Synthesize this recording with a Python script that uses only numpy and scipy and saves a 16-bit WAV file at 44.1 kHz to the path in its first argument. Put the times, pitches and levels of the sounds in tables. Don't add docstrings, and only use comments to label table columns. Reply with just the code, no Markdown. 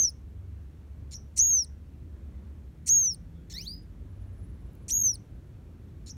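import sys
import numpy as np
from scipy import signal
from scipy.fft import rfft, irfft
from scipy.io import wavfile
from scipy.ndimage import uniform_filter1d

SR = 44100
rng = np.random.default_rng(int(sys.argv[2]) if len(sys.argv) > 2 else 0)


def put_to_file(sound):
    columns = np.atleast_2d(sound).T
    safe = np.clip(columns, -1, 1)
    whole_steps = np.round(safe * 32767)
    wavfile.write(sys.argv[1], SR, whole_steps.astype(np.int16))


def makeup_ratio(level_db):
    decades = np.asarray(level_db, float) / 20
    return 10 ** decades


N = 272086
WARBLE_HZ = 130.8


def evened(x):
    return x / np.sqrt(np.mean(x ** 2) + 1e-20)


def read(points, hz):
    f, value = np.transpose(points)
    return np.interp(np.log(hz + 1), np.log(f + 1), value)


def add(mix, s, sound):
    sound = sound[max(-round(s * SR), 0):]
    part = mix[max(round(s * SR), 0):][:len(sound)]
    part += sound[:len(part)]


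def unroll(rows):
    s, *columns = np.transpose(rows)
    t = np.arange(s[0], s[-1], 1 / SR)
    return t, *(np.interp(t, s, c) for c in columns)


def wander(size, hz):
    noise = rng.standard_normal(size + 2000)
    return evened(signal.lfilter(*signal.butter(2, hz, fs=SR), noise)[2000:])


def bump(t, s, width):
    return np.exp(-((t - s) / width) ** 2)


def traffic():
    # (frequency [Hz], level [dB per Hz])
    rumble = [(13, -50.5), (22, -19.5), (30, -15.5), (52, -3.5), (78, -2.5), (106, -8.5), (125, -11.5),
              (292, -21), (479, -31), (566, -33.5), (765, -39.5), (1610, -44), (4970, -55), (9890, -59),
              (15800, -63.5)]
    # (centre [Hz], half width [Hz], gain [dB])
    port_bands = [(4860, 180, -3.5), (6143, 900, 0.5), (10240, 350, -1.5), (12390, 1200, 2.5)]
    # (nearest [s], half width [s], swell [dB])
    passes = [
        (.85, .5, 2),
        (2.35, .35, 3),
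        (3.35, .2, 1),
        (4.7, 1, 4),
        (6.099, 0.35, 2.5),
    ]
    frames, hz = N // 1024 + 5, np.fft.rfftfreq(4096, 1 / SR)
    a, b, patches = rng.standard_normal((frames, len(hz), 3)).T
    patches = evened(uniform_filter1d(uniform_filter1d(patches, 30, 0), 5, 1))
    t = np.arange(frames) * 1024 / SR
    swell_db = sum(db * bump(t, s, width) for s, width, db in passes)
    swell_db = swell_db - swell_db.mean()
    share = 1 / (1 + (hz / 3000) ** 2)
    port_db = sum(db * bump(hz, mid, width) for mid, width, db in port_bands)
    steady_db = (read(rumble, hz) + port_db)[:, None]
    moving_db = share[:, None] * (swell_db + 1.1 * patches)
    z = (a + 1j * b) * makeup_ratio(steady_db + moving_db)
    return makeup_ratio(-45.5) * evened(signal.istft(z, nperseg=4096, noverlap=3072)[1][:N])


def hum(s, end, from_hz, to_hz, db):
    hz = np.linspace(from_hz, to_hz, round((end - s) * SR))
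    tone = np.sin(2 * np.pi * np.cumsum(hz + .6 * wander(len(hz), 2.7)) / SR)
    level = np.sqrt(2) * makeup_ratio(db + 1.0 * wander(len(hz), 4.9))
    return s, level * tone * signal.windows.tukey(len(hz), .7)


def echoes(start, t60):
    t = np.arange(SR // 2) / SR
    tail = rng.standard_normal(len(t)) * (rng.random(len(t)) < .1) * (t > start) * makeup_ratio(-60 * t / t60)
    return tail / np.linalg.norm(tail)


def in_yard(x, wall_db, yard_db):
    yard = signal.lfilter(*signal.butter(2, 5600, fs=SR), echoes(0.01216, 0.27))
    reply = makeup_ratio(wall_db) * echoes(.002, 0.042) + makeup_ratio(yard_db + 2.5) * yard
    return np.pad(x, (0, len(reply) - 1)) + signal.fftconvolve(x, reply)


def arch(row, gain_db, power):
    # (frequency [Hz], gain [dB])
    beak_tone = [(5150, -24.5), (5330, -12), (5650, -4.5), (5900, -1.5), (6300, -0.2), (6700, 1.5)]
    # (frequency [Hz], gain [dB])
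    beak_octave = [(10300, -10), (10650, -8), (11300, -22.5), (11800, -14.5), (12400, -3), (13300, 0.5)]
    s, length, db, push_db, octave_db = row
    u = np.linspace(0, 1, 40)
    since = u * length
    hz = 6665 - 660 * np.exp(-since / .019) - 1510 * u ** power
    effort_db = gain_db * u
    db = db + effort_db + push_db * np.exp(-since / 0.027) + read(beak_tone, hz)
    late_db = -2.7 * max(push_db, 0) * np.exp(-since / .015)
    octave_db = octave_db + effort_db + late_db + read(beak_octave, 2 * hz)
    return list(zip(s + since, hz, db, octave_db)), WARBLE_HZ, -31


def whistle(shape, row, release, manner):
    # (time [s], shift [Hz], half width [s])
    slips = [(.030, 481.5, 0.0043), (.023, -120, 0.0037), (1.147, -300, 0.0067), (1.173, -300, .004),
             (1.389, -600, 0.0024), (1.404, -480, 0.0037), (1.416, 230, 0.0017), (2.889, -500, 0.0028),
             (2.911, 195.5, .004), (4.910, -400, 0.0039), (4.922, -400, .005), (4.934, 90, 0.0055),
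             (6.104, -300, 0.0036), (6.111, 595.5, .003)]
    # (time [s], change [dB], half width [s])
    dips = [(.0285, -12, 0.0017), (0.069, -6, 0.007), (1.415, 0, 0.001), (1.48, -3, 0.026),
            (1.616, -9, 0.0013), (2.93, 0, .03), (3.03, -2, 0.018), (3.1, -1.5, .01),
            (4.934, -19, 0.000806), (4.987, -15.5, 0.0023), (4.996, -21, 0.0015), (5.010, -18, 0.0029),
            (5.030, -18.5, .0031), (5.065, 3.5, 0.014), (5.125, -18, 0.00422), (5.134, -3.5, 0.0038),
            (6.113, -8, 0.0017)]
    depth_hz, throb_db, fade, *bend = manner
    rows, warble_hz, yard_db = shape(row, *bend)
    close_s, end_hz, end_db, end_octave_db, third_db = release
    last_s, last_hz = rows[-1][:2]
    t, hz, db, octave_db = unroll(rows + [(last_s + close_s, end_hz, end_db, end_octave_db)])
    closing = np.clip((t - last_s) / close_s, 0, 1)
    drop_hz = last_hz - end_hz
    hz = uniform_filter1d(hz + drop_hz * closing, size=300, mode="nearest")
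    hz = hz - drop_hz * closing ** 1.6
    db = db - 34 * closing * (1 - closing)

    cycle = 2 * np.pi * np.cumsum(warble_hz * (1 + .3 * wander(len(t), 44))) / SR
    calm = np.exp((t[0] - t) / fade)
    warble = .7 * np.sin(cycle) + .3 * wander(len(t), 170)
    hz = hz + depth_hz * calm * warble + 24 * wander(len(t), 45)
    hz = hz + sum(shift * bump(t, s, width) for s, shift, width in slips)
    db = db + throb_db * (calm * np.sin(cycle - .8) + .28 * wander(len(t), 120))
    db = db + sum(dip_db * bump(t, s, width) for s, dip_db, width in dips)
    octave_db = octave_db + 2.3 * wander(len(t), 90)
    third_db = third_db - .045 * np.maximum(5250 - hz, 0) + 4

    turn = 2 * np.pi * np.cumsum(hz) / SR
    overtones = np.sin(2 * turn) + makeup_ratio(third_db) * np.sin(3 * turn)
    tone = makeup_ratio(db) * np.sin(turn) + makeup_ratio(octave_db) * overtones
    fades = np.clip(np.minimum(t[-1] - t, t - t[0]) / .003, 0, 1)
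    return t[0], in_yard(np.sqrt(2) * tone * fades, -16.5, yard_db)


def tick(db):
    return makeup_ratio(db) * np.diff(rng.standard_normal(202), 2) * np.exp(-np.arange(200) / 40) / 3


def rasp(row, throat, to_hz, rough, after_db, throb_db, jitter=0.057):
    s, length, db, swell_db, rising_db = row
    u = np.arange(0, length + 0.12, 1 / SR) / length
    hz = (2300 + (to_hz - 2300) * np.minimum(u, 1) ** 3) * (1 + jitter * wander(len(u), 400))
    turn = 2 * np.pi * np.cumsum(hz) / SR
    folds = sum(np.cos(k * turn) * (k * hz < 20000) for k in range(1, 8))
    drive = (1 - rough) * evened(folds) + rough * rng.standard_normal(len(u))
    throb = np.sin(2 * np.pi * WARBLE_HZ * u * length)
    drive = drive * makeup_ratio(1.1 * wander(len(u), 160) + throb_db * throb)

    bins = np.fft.rfftfreq(len(u), 1 / SR)
    throat_db = read(throat, bins) - 0.058 * np.maximum(1750 - bins, 0)
    voiced = evened(irfft(rfft(drive) * makeup_ratio(throat_db), len(u)))
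    rising = np.sin(turn) + .5 * np.sin(2 * turn)
    voiced = voiced + makeup_ratio(rising_db) * rising * np.clip(9 * (1.1 - u), 0, 1) * (0.054 + u)

    swell_db = -swell_db * (1 - u / 0.91) ** 2
    leak_db = after_db - 600 * (u - 1) * length
    shut = np.clip((u - 1) * 8, 0, 1)
    envelope = (1 - shut) * makeup_ratio(swell_db) + shut * makeup_ratio(leak_db)
    return s, in_yard(makeup_ratio(db) * envelope * voiced * np.clip(u * 25, 0, 1), -11.5, -40.0)


def chip(row, *_):
    s, length, hz, db, octave_db = row
    rise_db, fall_db = -4.5, -10
    start = (s, hz - 180, db + rise_db, octave_db + 4 * rise_db)
    crest = (s + 0.48 * length, hz, db, octave_db)
    end = (s + length, hz, db + fall_db, octave_db + fall_db)
    return [start, crest, end], 310, -15


def peep(db, hz, length):
    t = np.arange(0, length, 1 / SR)
    level = makeup_ratio(db + 1.5 * wander(len(t), 150))
    turn = 2 * np.pi * np.cumsum(hz + 90 * wander(len(t), 200)) / SR
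    return level * np.sin(turn) * np.hanning(len(t))


def whine():
    # (time [s], pitch [Hz], effort [dB])
    climb = [
        (3.52, 1490, -47),
        (3.54, 1750, -38),
        (3.578, 2115, -40),
        (3.608, 2550, -42.5),
        (3.62, 2900, -42.5),
        (3.653, 3290, -41.5),
        (3.682, 4554, -40),
        (3.735, 4930, -47.5),
        (3.79, 5000, -56.5),
    ]
    # (frequency [Hz], gain [dB])
    whine_throat = [(1500, -27), (2300, -12), (3100, -20), (4300, 4.5), (4850, 2), (5350, 2), (6500, -12),
                    (8000, -26), (9300, -12), (10500, -29), (12500, -19), (15500, -13.5)]
    # (time [s], jump [dB])
    surges = [
        (3.537, 8.5),
        (3.578, 2),
        (3.609, 5.5),
        (3.672, -1),
    ]
    t, hz, db = unroll(climb)
    end_sag = 0.04 * np.exp((t - t[-1]) / 0.0055)
    hz = hz * (1 + 0.0043 * wander(len(t), 160) - end_sag)
    turn = 2 * np.pi * np.cumsum(hz) / SR
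    surge_db = 0
    for s, jump_db in surges:
        surge_db = surge_db + jump_db * np.exp(-np.maximum(t - s, 0) / .016) * np.clip((t - s) / .002, 0, 1)
    slope_db = -3.1 + .24 * surge_db
    stack = 0
    for k in range(1, 12):
        broken_db = min(.5 * k ** 1.5, 5.5) * wander(len(t), 60)
        strand_db = slope_db * max(k - 2, -1) + read(whine_throat, k * hz) + broken_db
        stack = stack + makeup_ratio(strand_db) * np.sin(k * turn) * (k * hz < 20000)
    breath_gain = makeup_ratio(1.8 * read(whine_throat, np.fft.rfftfreq(len(t), 1 / SR)))
    breath = irfft(rfft(rng.standard_normal(len(t))) * breath_gain, len(t))
    hoarse = np.clip((4500 - hz) / 900, 0, 1)
    stack = stack * (1 + .1 * hoarse * wander(len(t), 700))
    breath_db = -23 - 25 * (1 - hoarse)
    tremor_db = 2.2 * (1 - hoarse) * np.sin(2 * np.pi * 70 * (t - 3.69))
    voice = makeup_ratio(db + surge_db + tremor_db - 1.5) * (stack + makeup_ratio(breath_db) * evened(breath))
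    fades = np.clip(np.minimum((t - t[0]) / 0.041, (t[-1] - t) / 0.0062), 0, 1)
    return t[0], in_yard(voice * fades, -8, -16.5)


def insect(s, length, db, swell_db):
    throb_s = .0555
    t = np.arange(-throb_s / 2, length, 1 / SR)
    place = (t / throb_s + .5) % 1 - .5
    hz = 10150 - 50 * np.sin(2 * np.pi * place) + 90 * wander(len(t), 250)
    tone = np.sin(2 * np.pi * np.cumsum(hz) / SR)
    db = db + swell_db * bump(t / length, .42, .12) + 2.6 * wander(len(t), 25)
    throbs = .3 + bump(place, 0, .22)
    return s + t[0], np.sqrt(2) * makeup_ratio(db) * throbs * tone * signal.windows.tukey(len(t), .05)


def scene():
    mix = traffic()

    # (start [s], end [s], first pitch [Hz], last pitch [Hz])
    hums = [(-1.2, 3.5, 66.5, 77), (1.85, 2.75, 66.5, 66), (2.75, 3.2, 77, 78), (2.45, 4.15, 148, 181),
            (2.25, 2.75, 204, 224), (2.9, 5.2, 47.5, 53), (4.05, 4.5, 60.5, 62), (3.95, 4.55, 92, 99),
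            (4.95, 5.35, 104, 106), (.25, .7, 93, 97), (.7, 1.15, 98, 96), (5.45, 5.9, 85, 84)]
    hum_peaks = [-46, -44, -50, -53, -59, -47, -47, -45, -47, -45.5, -51, -51]
    for row, db in zip(hums, hum_peaks):
        add(mix, *hum(*row, db))

    # (start [s], length [s], level [dB], push at the start [dB], octave level [dB])
    whistles = [
        (-.083, .18, -21.5, 1, -47),
        (1.389, 0.25, -22.5, 6, -49),
        (2.889, 0.25, -19.5, -0.5, -45.5),
        (4.906, 0.24, -25, -5, -43.5),
    ]
    # (start [s], length [s], pitch [Hz], level [dB], octave level [dB])
    chips = [
        (1.138, 0.036, 5800, -45, -64.5),
        (6.094, 0.03, 5710, -45, -66.5),
    ]
    # (length [s], end pitch [Hz], end level [dB], end octave [dB], third partial re second [dB])
    releases = [
        (.01, 4240, -51, -46.5, -5),
        (0.0114, 3880, -43.5, -41.5, -6),
        (0.0102, 4050, -40, -35, 3),
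        (.013, 3950, -34.5, -41.5, -6.5),
        (.004, 5400, -60, -78.5, -22.5),
        (.004, 5600, -55, -75, -22),
    ]
    # (warble depth [Hz], throb [dB], fade of both [s], effort gained [dB], power of the sag [1])
    manners = [
        (50.16, -2.5, 0.25, 1, 2.5),
        (151.2, 2, 0.12, 1.5, 3),
        (101.8, 1.3, .12, -5.5, 2.5),
        (120, 3.5, .13, 1, 3),
        (196.6, 9, 0.13, 0, 0),
        (220, 9.5, .1, 0, 0),
    ]
    shapes = [arch] * len(whistles) + [chip] * len(chips)
    for note in zip(shapes, whistles + chips, releases, manners):
        add(mix, *whistle(*note))

    # (time [s], peak [dB])
    ticks = [
        (0.7156, -68.5),
        (4.7336, -54),
        (4.753, -49),
        (5.8594, -65.5),
    ]
    for s, db in ticks:
        add(mix, s, tick(db))

    # (start [s], length [s], level [dB], swell [dB], rising tone re rasp [dB])
    soft_rasps = [
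        (1.11, 0.032, -46.5, 7.2, -34),
        (6.061, .034, -49.5, 5.7, -36),
    ]
    # (frequency [Hz], gain [dB])
    throat_soft = [(820, -55), (1400, -19), (2280, -23), (3250, -20), (4140, -2.5), (4920, -18.5),
                   (5390, -1), (6150, -12), (6950, -1.5), (8010, -20.5), (9130, -9.5), (10200, -34),
                   (11200, -25), (15800, -36.5)]
    for row in soft_rasps:
        add(mix, *rasp(row, throat_soft, to_hz=2250, rough=0.63, after_db=-10, throb_db=1.4))

    # (start [s], length [s], level [dB], swell [dB], rising tone re rasp [dB])
    loud_rasps = [
        (1.36, 0.027, -30.5, 26, -23),
        (2.86, .030, -30.5, 19.5, -16.5),
        (4.881, 0.029, -34, 12.5, -7.5),
    ]
    # (frequency [Hz], gain [dB])
    throat_loud = [(940, -65), (1600, -33.5), (1920, -22), (2560, -24), (3680, -30.5), (4250, -8.5),
                   (5050, -21), (5780, 0.5), (8000, -6), (8640, -1), (9500, -12), (10200, -19.5),
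                   (11000, -15), (11700, -26.5), (15800, -24.5)]
    for row in loud_rasps:
        add(mix, *rasp(row, throat_loud, to_hz=5130, rough=.65, after_db=-25.5, throb_db=0.0))

    # (start [s], peak [dB], pitch [Hz], length [s])
    peeps = [
        (3.815, -70, 10700, .03),
        (3.3, -76, 3350, .18),
        (3.31, -79, 3600, .15),
        (2.31, -72, 2000, .06),
    ]
    for s, *call in peeps:
        add(mix, s, peep(*call))

    # (start [s], length [s], level [dB], swell [dB], rising tone re rasp [dB])
    whine_rasp = [
        (3.498, .032, -48, 3, -25),
    ]
    # (frequency [Hz], gain [dB])
    throat_whine_rasp = [(820, -53), (1400, -18), (2190, -18.5), (3210, -15), (4310, -3), (4920, -17.5),
                         (5390, 0), (7380, -8.5), (10300, -30.5), (11100, -23.5), (15800, -23.5)]
    add(mix, *rasp(whine_rasp[0], throat_whine_rasp, to_hz=1600, rough=0.6, after_db=-25, throb_db=1.0))
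    add(mix, *whine())

    # (first throb [s], length [s], level [dB], mid swell [dB])
    bouts = [
        (4.112, 0.75, -84.5, 9),
        (5.25, .26, -89.5, -2.5),
    ]
    for row in bouts:
        add(mix, *insect(*row))
    return mix[None]


def band_limit(x):
    return signal.sosfilt(signal.butter(12, 15940, fs=SR, output="sos"), x)


def record(dry):
    cut = signal.sosfilt(signal.butter(2, 38, "highpass", fs=SR, output="sos"), dry)
    hz, _, z = signal.stft(cut, SR, nperseg=1024, boundary="odd")
    power = uniform_filter1d(uniform_filter1d(abs(z) ** 2, size=12, axis=1), size=3, axis=2)
    loudest = power[:, hz > 3000].max(1, keepdims=True)
    margin_db = 10 * np.log10(power / loudest + 1e-20) + 58
    masked = makeup_ratio(np.clip(4 * margin_db, -25, 0))
    gain = np.where(hz[:, None] > 4400, masked, 1) * (hz[:, None] < 15850)
    return band_limit(signal.istft(z * gain, SR, nperseg=1024)[1][:, :N])


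dry = scene()
out = record(dry)
put_to_file(out)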